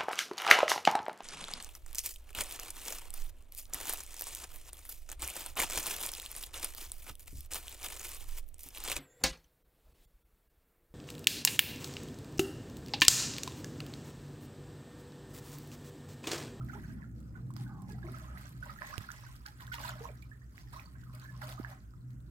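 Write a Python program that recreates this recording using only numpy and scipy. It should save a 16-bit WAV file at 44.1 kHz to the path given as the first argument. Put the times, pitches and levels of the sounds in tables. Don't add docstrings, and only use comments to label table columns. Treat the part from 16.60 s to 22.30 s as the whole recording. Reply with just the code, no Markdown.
import sys
import numpy as np
from scipy import signal
from scipy.fft import rfft, irfft
from scipy.io import wavfile
from scipy.ndimage import uniform_filter1d

SR = 44100
rng = np.random.default_rng(int(sys.argv[2]) if len(sys.argv) > 2 else 0)


def bounce(signal):
    frames = np.transpose(np.atleast_2d(signal))
    limited = np.clip(frames, -1, 1)
    pcm = np.round(limited * 32767).astype(np.int16)
    wavfile.write(sys.argv[1], SR, pcm)


N = 251370
TIME = np.arange(N) / SR

# (time [s], firing line level [dB], octave line level [dB])
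HUM_LEVELS = [(0.05, -46.5, -36), (0.18, -50, -49), (0.3, -54, -60), (0.55, -47, -46.5), (0.78, -52, -51),
              (0.87, -57, -38.5), (0.95, -66, -49), (1.01, -62, -33), (1.1, -67, -48), (1.27, -59, -55.5),
              (1.37, -45, -43), (1.55, -51, -45.5), (1.72, -49.5, -55), (1.85, -50.5, -49.5),
              (2.06, -55, -47), (2.25, -70, -76), (2.68, -61, -47.5), (2.83, -64, -61),
              (3.05, -50.5, -50.5), (3.35, -51, -48.5), (3.88, -56.5, -59.5), (4.8, -54.5, -43.5),
              (5.12, -52, -46.5), (5.25, -76, -73), (5.48, -57, -42), (5.7, -55, -56)]
# (time [s], level [dB])
RUMBLE_LEVELS = [(0.05, -45), (0.5, -49), (1.0, -46.5), (1.38, -48.5), (1.6, -52), (1.95, -55.5),
                 (2.3, -58), (2.8, -64), (3.3, -55.5), (3.75, -58), (3.95, -63), (4.2, -58), (4.65, -55.5),
                 (5.3, -61), (5.6, -55.5)]
# (time [s], level [dB])
RUNOFF_LEVELS = [(0.1, -80), (0.6, -71.5), (1.15, -70), (1.9, -65), (2.5, -57), (2.8, -65), (3.3, -66),
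                 (3.55, -65.5), (3.85, -71), (4.35, -68), (4.9, -65.5), (5.35, -75), (5.7, -74)]
# (time [s], length [s], strength [dB], deep gurgle against strength [dB], spray against strength [dB])
LAP_RUSHES = [(0.017, 0.063, -61.5, -1, -9), (0.088, 0.26, -57.5, -2.5, -11), (0.377, 0.041, -60, -12, -33),
              (0.744, 0.043, -63, 4.5, -20), (0.96, 0.066, -68.5, 14.5, 1.5), (1.285, 0.038, -62, 1, -4.5),
              (1.419, 0.2, -58, 1.5, -9.5), (1.646, 0.18, -59, 0, -35), (1.779, 0.079, -61.5, 0, -4.5),
              (2.031, 0.084, -52, -1.5, -12.5), (2.214, 0.028, -48, 2, -17), (2.268, 0.18, -54, 1, -7.5),
              (2.514, 0.025, -60, -12, -12), (2.857, 0.009, -50, -11, -9),
              (3.002, 0.087, -52.5, -10, -13.5), (3.125, 0.022, -44.5, -13, -8),
              (3.195, 0.099, -49, 0.5, -6), (3.28, 0.051, -49, 0.5, -13.5), (3.342, 0.062, -55, 7, -10.5),
              (3.423, 0.034, -58.5, 7.5, -3.5), (3.496, 0.02, -57, -7, -17), (3.952, 0.072, -70.5, 2, 2),
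              (4.127, 0.12, -57.5, -2.5, -10), (4.345, 0.028, -63.5, -3, -19),
              (4.533, 0.018, -58.5, -5, -7), (4.617, 0.033, -57, -12, -9), (4.74, 0.083, -71.5, 11, 0.5),
              (4.816, 0.017, -51.5, 6, -7.5), (4.872, 0.056, -54, 7, -4.5), (4.992, 0.13, -58.5, 9.5, -6.5)]
# (time [s], starting pitch [Hz], strength [dB], time to decay 60 dB [s], glide over that time [share of pitch])
SINGLE_BUBBLES = [(0.009, 1260, -38.5, 0.03, 0.26), (0.095, 1420, -36.5, 0.049, .3),
                  (0.132, 1190, -38, 0.056, 0.94), (0.153, 794, -38, 0.064, 0.96),
                  (0.24, 1570, -42, 0.018, 0.13), (0.427, 1694, -43.5, 0.022, 0.077),
                  (0.441, 1430, -45, 0.023, -0.099), (0.753, 1435, -42.5, 0.055, 0.15),
                  (0.9042, 1030, -38, .015, 0.32), (0.965, 1260, -32, 0.0049, 0.14),
                  (1.291, 863, -43, 0.047, -0.069), (1.302, 1680, -47.5, 0.071, -.03),
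                  (1.385, 1310, -45.5, .024, 0.22), (1.428, 1690, -41, 0.034, -0.18),
                  (1.468, 2140, -41.5, 0.015, 0.11), (1.4749, 664, -36.5, 0.01, 0.17),
                  (1.486, 1340, -37.5, 0.021, -0.011), (1.5426, 1337, -36, 0.035, -0.089),
                  (1.575, 1490, -42, 0.023, 0.036), (1.774, 1860, -36.5, 0.012, 0.3),
                  (1.862, 1485, -42.5, 0.024, 0.26), (2.0261, 1495, -31.5, 0.041, 0.077),
                  (2.06, 850, -41, 0.026, 0.39), (2.095, 1300, -33.5, 0.033, -0.14),
                  (2.16, 1380, -42.5, .03, -0.14), (2.1875, 1750, -36.5, 0.027, 0.26),
                  (2.2195, 1720, -25, 0.011, 0.076), (2.2192, 1045, -30.5, 0.01, 0.093),
                  (2.236, 1800, -41, 0.014, 0.4), (2.238, 760, -41, .025, 0.23),
                  (2.306, 1670, -39, 0.032, 0.04), (2.3277, 1062, -31.5, 0.043, 0.67),
                  (2.3398, 1360, -31, 0.017, 0.73), (2.4396, 1630, -40.5, 0.024, 0.15),
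                  (2.489, 1450, -29, 0.024, -0.097), (2.503, 1510, -29.5, 0.01, 0.38),
                  (2.6633, 1480, -41.5, 0.04, 0.18), (2.8598, 1500, -33.5, 0.02, 0.37),
                  (2.875, 838, -47.5, 0.088, 0.052), (3.0069, 1150, -46, 0.049, 0.075),
                  (3.077, 1410, -39, .025, 1), (3.117, 1465, -29.5, 0.051, .05),
                  (3.1389, 938, -37, 0.085, -.08), (3.1828, 1087, -33, 0.036, .1),
                  (3.183, 2750, -40, .012, 0.2), (3.2029, 890, -33.5, .025, -0.076),
                  (3.2363, 1515, -33.5, 0.034, 0.24), (3.249, 964, -30, 0.034, 0.067),
                  (3.2892, 1420, -32.5, 0.034, 0.17), (3.291, 910, -36, 0.03, 0.16),
                  (3.307, 3050, -37.5, 0.011, -0.04), (3.336, 1300, -38, 0.028, .1),
                  (3.406, 445, -34.5, 0.12, 0.2), (3.443, 900, -34, 0.025, 0.15),
                  (3.453, 1030, -28, 0.021, 0.15), (3.4869, 578, -40.5, 0.062, .1),
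                  (3.488, 2280, -41, 0.017, 0.15), (3.5, 467, -40.5, 0.043, -0.17),
                  (3.625, 2290, -45, 0.027, 0.16), (3.7142, 1683, -42, 0.052, 0.28),
                  (3.8157, 1740, -51.5, 0.044, 0.34), (3.98, 1970, -34.5, 0.0048, .2),
                  (4.16, 956, -37.5, 0.064, 0.9), (4.1957, 2300, -34.5, 0.0097, 0.28),
                  (4.258, 4430, -47.5, 0.023, 0.15), (4.273, 1220, -50, 0.036, 0.22),
                  (4.352, 1514, -51, 0.054, 0.38), (4.434, 1420, -44.5, .022, 0.52),
                  (4.535, 612, -55, 0.13, .05), (4.657, 1545, -42.5, .026, 0.089),
                  (4.688, 1732, -43, 0.061, -0.03), (4.8185, 920, -36, 0.024, -.6),
                  (4.819, 1570, -34.5, .015, 0.054), (4.8264, 1480, -35, 0.024, -0.27),
                  (4.828, 603, -42.5, 0.14, 0.11), (4.884, 736, -41.5, 0.035, .1),
                  (4.977, 1155, -37.5, 0.049, 0.4), (5.0476, 1565, -25.5, .012, 0.38),
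                  (5.114, 763, -45.5, 0.085, -0.0081), (5.3372, 1250, -45, 0.011, 0.13)]
# (time [s], length [s], level [dB], first pitch [Hz], last pitch [Hz])
GLIDING_SWELLS = [(0.044, 0.027, -53.5, 258.4, 251), (0.081, .06, -67, 680, 814),
                  (0.147, 0.039, -57, 410, 374), (0.35, 0.05, -55, 231.2, 220.4),
                  (0.365, 0.041, -50, 176, 185), (0.568, 0.021, -68.5, 509, 505),
                  (0.779, 0.063, -69, 449, 475), (0.916, 0.049, -50.5, 225.2, 219),
                  (1.177, 0.068, -51, 165, 185), (1.052, 0.062, -62.5, 1530, 1490),
                  (1.095, 0.14, -62.5, 1215, 1064), (1.074, 0.18, -63, 838, 813),
                  (1.304, .03, -60.5, 402, 440), (1.347, 0.038, -62.5, 707, 790),
                  (1.441, 0.059, -51.5, 348, 360), (1.445, 0.046, -61, 657, 682),
                  (2.02, 0.096, -66.5, 617, 565), (3.183, 0.1186, -60.5, 590, 690),
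                  (3.434, 0.046, -63, 640, 686), (4.46, 0.049, -66.5, 1300, 1057),
                  (4.605, 0.064, -64, 1465, 1720), (4.725, 0.027, -62.5, 960, 1116),
                  (4.928, 0.035, -63.5, 620, 810)]
# (time [s], peak [dB], centre [Hz], left against right [dB])
DROPLETS = [(0.0468, -47.5, 12000, -5), (0.6037, -51.5, 7400, -7), (0.9058, -54, 7840, -9),
            (0.938, -45.5, 8400, -12), (0.9657, -40, 4930, -16), (1.2202, -50, 8300, -22),
            (1.322, -45, 5040, -2), (1.519, -39, 10400, 1), (1.586, -41.5, 9250, -6),
            (1.775, -56, 3060, -4), (1.8923, -39.5, 11400, 4), (2.056, -43, 7540, -2),
            (2.3804, -26.5, 2690, -16.5), (2.5172, -35, 6000, -10.5), (2.764, -45, 5100, -5),
            (2.8635, -30.5, 4500, -3), (2.885, -42.5, 4240, -1), (3.007, -41.5, 3030, -6),
            (3.021, -42.5, 2920, -3), (3.0686, -41, 3670, -7), (3.141, -31.5, 2880, 5),
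            (3.153, -41, 7040, 0), (3.215, -39, 5200, 1), (3.25, -44, 4870, -3), (3.355, -43, 3420, -2),
            (3.2919, -36, 7400, 8), (3.6232, -48.5, 4270, -8), (4.1703, -44, 3600, -3),
            (4.199, -43, 3730, -1), (4.4378, -58, 3160, -14), (4.5503, -40.5, 10700, -2),
            (4.5982, -44.5, 4500, -8), (4.8184, -42, 5000, -4), (4.873, -42, 6540, -1),
            (4.892, -37, 3800, -11), (4.925, -40, 3000, -2), (5.1, -48, 4830, -3.5),
            (5.5064, -56, 3950, -10), (5.6042, -60, 3900, -14)]
# (time [s], starting pitch [Hz], strength [dB], time to decay 60 dB [s])
HOLLOW_GULPS = [(2.3801, 120, -29, 0.056), (2.3804, 340, -25.5, 0.0092), (2.409, 153, -31, 0.019),
                (4.9982, 310, -24.5, 0.02)]

# (frequency [Hz], relative level [dB])
EXHAUST_SPECTRUM = [(38, -23), (52, 12.5), (80, -9), (105, 5.5), (160, -14), (300, -14)]
# (frequency [Hz], relative level [dB])
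RUMBLE_SPECTRUM = [(70, -16), (105, 4.5), (165, 3), (230, -0.5), (310, -7.5), (450, -28.5), (900, -32)]
# (frequency [Hz], relative level [dB])
FAR_SPECTRUM = [(300, 19), (600, 7.5), (1000, -3), (1450, 14.5), (2200, -12), (4000, -23)]
# (frequency [Hz], relative level [dB])
HISS_SPECTRUM = [(2500, -6), (4500, -10), (6300, 5.5), (8000, 10.5), (10000, 1), (13000, 4.5), (16000, 2.5)]
# (frequency [Hz], relative level [dB])
CHURN_SPECTRUM = [(450, -15), (650, 0.5), (950, 1), (1500, 6), (2000, 2.5), (3000, -12.5)]
# (frequency [Hz], relative level [dB])
SPRAY_SPECTRUM = [(1800, 9.5), (2600, 3.5), (4300, 4.5), (6300, 1), (8000, 1.5), (10000, -2), (12500, 4),
                  (15900, 0.5)]

FIRING_HZ = 62.2
FADE_DB, FADES_PER_S = 2, 7.8
RUMBLE_SWELL_DB, RUMBLE_SWELLS_PER_S = 0.37, 2.9
FAR_DB, HISS_DB = -74.5, -81.5
RUNOFF_GURGLE_DB, RUNOFF_SPRAY_DB = -6.5, -6.5
LAP_ATTACK_S, LAP_RELEASE_S = 0.0087, 0.08
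LAP_SAG_DB_PER_S = 10.5
SURGE_DB, SURGES_PER_S = 2, 8.7
PORT_LAG_S = .00026
CUTOFF_HZ = 16300


def from_db(db):
    return 10 ** (np.asarray(db) / 20)


def rms_one(x):
    return x / np.sqrt(np.mean(x ** 2) + 1e-20)


def in_time(rows):
    s, *columns = np.transpose(rows)
    return [np.interp(TIME, s, c) for c in columns]


def drift(rate):
    hop = 40
    r = np.exp(-2 * np.pi * rate * hop / SR)
    raw = rng.standard_normal(N // hop + 2002)
    slow = signal.lfilter([1], [1, -2 * r, r * r], raw)[2000:]
    return np.interp(np.arange(N) / hop, np.arange(len(slow)), rms_one(slow))


def band(x, low_hz, high_hz, order=2):
    edges = [low_hz, min(high_hz, .45 * SR)]
    sos = signal.butter(order, edges, "band", fs=SR, output="sos")
    return signal.sosfilt(sos, x + 1e-18)


def coloured(x, colour):
    hz, level_db = np.transpose(colour)
    freq = np.arange(N // 2 + 1) * SR / N + 1e-3
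    ends = np.minimum(1, freq / hz[0]) * np.minimum(1, hz[-1] / freq)
    gain = from_db(np.interp(np.log(freq), np.log(hz), level_db)) * ends ** 4
    return rms_one(irfft(rfft(x) * gain, N))


def patchy(x, low_hz, high_hz, flicker_db, flickers_per_s, count):
    edges = np.geomspace(low_hz, high_hz, count + 1)
    total = 0
    for k, (low, high) in enumerate(zip(edges, edges[1:])):
        flicker = from_db(flicker_db * drift(flickers_per_s))
        total = total + flicker * band(x, low, high) * (-1) ** k
    return rms_one(total)


def stereo_noise(side_db):
    mid, side = rng.standard_normal((2, N))
    return mid + from_db(side_db) * side * [[1], [-1]]


def add(out, s, sound, pan_db, lag_s):
    left = (s + lag_s / 2, from_db(pan_db / 2))
    right = (s - lag_s / 2, from_db(-pan_db / 2))
    for channel, (at, gain) in enumerate([left, right]):
        i = int(np.clip(at * SR, 0, N))
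        out[channel, i:i + len(sound)] += gain * sound[:N - i]


def ship(lines_db=-2, noise_db=-56, waver=0.0034):
    first_db, second_db = [
        level_db + lines_db + FADE_DB * drift(FADES_PER_S) for level_db in in_time(HUM_LEVELS)]
    phase = 2 * np.pi * np.cumsum(FIRING_HZ * (1 + waver * drift(1.44))) / SR
    first = from_db(first_db) * np.sin(phase + 0.39 * drift(7.4))
    second = from_db(second_db) * np.sin(2 * phase + 0.5 * drift(4.2))
    lines = np.sqrt(2) * (first + second)
    exhaust = from_db(noise_db) * coloured(stereo_noise(-27.5), EXHAUST_SPECTRUM)
    rumble_db = in_time(RUMBLE_LEVELS)[0] + RUMBLE_SWELL_DB * drift(RUMBLE_SWELLS_PER_S)
    uneven = patchy(stereo_noise(-12.0), 70.8, 883, 2.04, 7.4, count=8)
    rumble = from_db(rumble_db) * coloured(uneven, RUMBLE_SPECTRUM)
    return (lines + exhaust + rumble) * from_db([[-.45], [.45]])


def breeze(level_db=-62, gust_db=3):
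    buffeting = rms_one(band(rng.standard_normal((2, N)), 40, 109, order=3))
    return from_db(level_db + gust_db * drift(2.9)) * buffeting


def far_wash():
    return from_db(FAR_DB) * coloured(stereo_noise(0.26), FAR_SPECTRUM)


def steady_hiss():
    return from_db(HISS_DB) * coloured(stereo_noise(-0.54), HISS_SPECTRUM)


def swell_shape(s, length_s):
    rising = np.maximum(s - TIME, 0) / LAP_ATTACK_S
    falling = np.maximum(TIME - s - length_s, 0) / LAP_RELEASE_S
    sag_db = LAP_SAG_DB_PER_S * np.clip(TIME - s, 0, length_s)
    return from_db(np.maximum(-20 * (rising + falling) - sag_db, -100))


def wash():
    runoff_trims = np.array([[RUNOFF_GURGLE_DB], [0], [RUNOFF_SPRAY_DB]])
    power = from_db(in_time(RUNOFF_LEVELS)[0] + runoff_trims) ** 2
    for s, length_s, strength_db, gurgle_db, spray_db in LAP_RUSHES:
        layers = from_db(strength_db + np.array([[gurgle_db], [0], [spray_db]]))
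        power = power + (layers * swell_shape(s, length_s)) ** 2
    return 10 * np.log10(power) + SURGE_DB * drift(SURGES_PER_S)


def bubble(hz, t60, rise, onset_s=0.0013):
    t = np.arange(int(t60 * SR) + 2) / SR
    envelope = (1 - np.exp(-t / onset_s)) * np.exp(-np.log(1000) * t / t60)
    return envelope * np.sin(2 * np.pi * hz * (t + rise * t * t / 2))


def swarm(low_hz, high_hz, pan_db, count, size=4):
    out = np.zeros((2, N))
    for k, (when, pitch, strength, place) in enumerate(rng.random((count, 4))):
        pocket_s = (k + when - 1) / count * N / SR
        pocket_hz = low_hz * (high_hz / low_hz) ** pitch
        for wait, detune, life, rise in rng.random((size, 4)):
            hz = pocket_hz * (.88 + .24 * detune)
            t60 = (18 + 32 * life) / hz
            ring = bubble(hz, t60, .22 * rise / t60, onset_s=.7 / hz)
            sound = from_db(11 * strength ** 2 - 6 * wait) * ring
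            add(out, pocket_s + .025 * wait, sound, pan_db * (.5 + place), PORT_LAG_S * (0.66 + place))
    power = uniform_filter1d(np.mean(out ** 2, axis=0), size=SR // 12)
    return out / np.sqrt(power + 1e-6)


def plinks(spray_db, pivot_db=-66, steepness=0.5, level_db=-6):
    steep_db = spray_db + steepness * (spray_db - pivot_db)
    return from_db(steep_db + level_db) * swarm(2116, 5630, pan_db=-3.5, count=1700)


def churn(pan_db=-3, spread_db=-8):
    out = from_db(spread_db) * rng.standard_normal((2, N))
    add(out, 0, rng.standard_normal(N), pan_db, PORT_LAG_S)
    return coloured(out, CHURN_SPECTRUM)


def spray(pan_db=-1.5, hiss_db=-12, grain_db=2.0, count=5):
    out = np.zeros((2, N))
    for place in np.linspace(0, 1, count):
        sizes = from_db(4.0 * np.minimum(rng.exponential(1, N), 4.5)) * rng.choice([-1, 1], N)
        bursts = rng.random(N) < 430 / SR
        add(out, 0, sizes * bursts, pan_db * 2 * place, PORT_LAG_S * (.75 + 0.52 * place))
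    flurries = from_db(grain_db * drift(110))
    crackle = flurries * (rms_one(out) + from_db(hiss_db) * stereo_noise(0))
    return coloured(patchy(crackle, 1800, 16500, 2.2, 22, count=10), SPRAY_SPECTRUM)


def plops(level_db=-1.0, pan_db=-10.5, daughter_db=-15, scatter=0.202, linger_s=0.03, onset_share=0.06):
    out = np.zeros((2, N))
    chances = rng.random((len(SINGLE_BUBBLES), 4, 2))
    for (s, hz, peak_db, t60, glide), daughters in zip(SINGLE_BUBBLES, chances):
        pan = pan_db * min(hz / 1300, 1.2)
        parent = bubble(hz, t60, glide / t60, onset_share * t60)
        add(out, s, from_db(peak_db + level_db) * parent, pan, PORT_LAG_S)
        for wait, size in daughters:
            daughter_hz = hz * (1 + scatter * (3 * size - 1.25))
            daughter = bubble(daughter_hz, t60 / 2, glide / t60)
            gain = from_db(peak_db + daughter_db * (1 + wait / 2))
            add(out, s + wait * linger_s, gain * daughter, pan, PORT_LAG_S)
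    return out


def rock_echoes(x, t60=0.19, count=24):
    out = np.zeros((2, N))
    for channel in range(2):
        for delay in rng.uniform(.003, 0.047, count):
            i = int(delay * SR)
            gain = rng.choice([-1, 1]) * np.exp(-np.log(1000) * delay / t60)
            out[channel, i:] += gain * x[channel, :N - i]
    return band(out, 160, .45 * SR, order=1) / np.sqrt(count)


def gliding_swells(width=0.072, pan_db=-6):
    out = np.zeros((2, N))
    for s, length_s, level_db, first_hz, last_hz in GLIDING_SWELLS:
        hz = np.interp(TIME, [s, s + length_s], [first_hz, last_hz])
        phase = 2 * np.pi * np.cumsum(hz) / SR
        shape = swell_shape(s, length_s)
        rate = width * first_hz
        ringing = shape * (drift(rate) * np.cos(phase) + drift(rate) * np.sin(phase))
        sound = from_db(level_db) * shape.std() * rms_one(ringing)
        add(out, 0, sound, pan_db * min(first_hz / 1300, 1), PORT_LAG_S)
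    return out


def drops(ring_s=0.0005, splash_s=0.0067, splash_db=-20, firm_db=-38):
    out = np.zeros((2, N))
    t = np.arange(SR // 14) / SR
    for s, peak_db, hz, pan_db in DROPLETS:
        crack = np.exp(-t / ring_s) * (np.sin(2 * np.pi * hz * t) + 0.37 * rng.standard_normal(len(t)))
        grains = rng.standard_normal(len(t)) * rng.exponential(1.0, len(t))
        soft_db = .5 * (firm_db - peak_db)
        splash = from_db(splash_db + soft_db) * np.exp(-t / splash_s) * grains
        sound = band(crack + splash, hz / 3, hz * 15.0, order=1)
        add(out, s, from_db(peak_db) * sound / np.abs(sound).max(), pan_db, PORT_LAG_S)
    return out


def gulps(sink=0.7, pan_db=-10.0, onset_s=0.0015):
    out = np.zeros((2, N))
    for s, hz, peak_db, t60 in HOLLOW_GULPS:
        add(out, s, from_db(peak_db) * bubble(hz, t60, -sink / t60, onset_s), pan_db, PORT_LAG_S)
    return out


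def scene():
    background = ship() + breeze() + far_wash() + steady_hiss()
    gurgle_db, trickle_db, spray_db = wash()
    gurgle = from_db(gurgle_db - 10.5) * swarm(560.4, 1091, pan_db=1.0, count=400)
    trickle = from_db(trickle_db - 3.5) * swarm(1020, 2000, pan_db=-5, count=560)
    tinkle = from_db((trickle_db + spray_db) / 2 - 14.0) * swarm(1835, 4290, pan_db=-9.0, count=520)
    prickle = from_db(spray_db - 3.0) * swarm(4080, 16000, pan_db=-6, count=1000)
    body = from_db((gurgle_db + trickle_db) / 2 - 10) * churn()
    fizz = from_db(spray_db - 0.34) * spray()
    swarms = gurgle + trickle + tinkle + prickle + plinks(spray_db)
    echoing = swarms + body + plops() + gliding_swells()
    echoes = from_db(-1.0) * rock_echoes(echoing)
    return background + echoing + echoes + fizz + drops() + gulps()


def record(dry):
    sos = signal.ellip(10, .1, 70, CUTOFF_HZ, fs=SR, output="sos")
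    return signal.sosfilt(sos, dry)


dry = scene()
out = record(dry)
bounce(out)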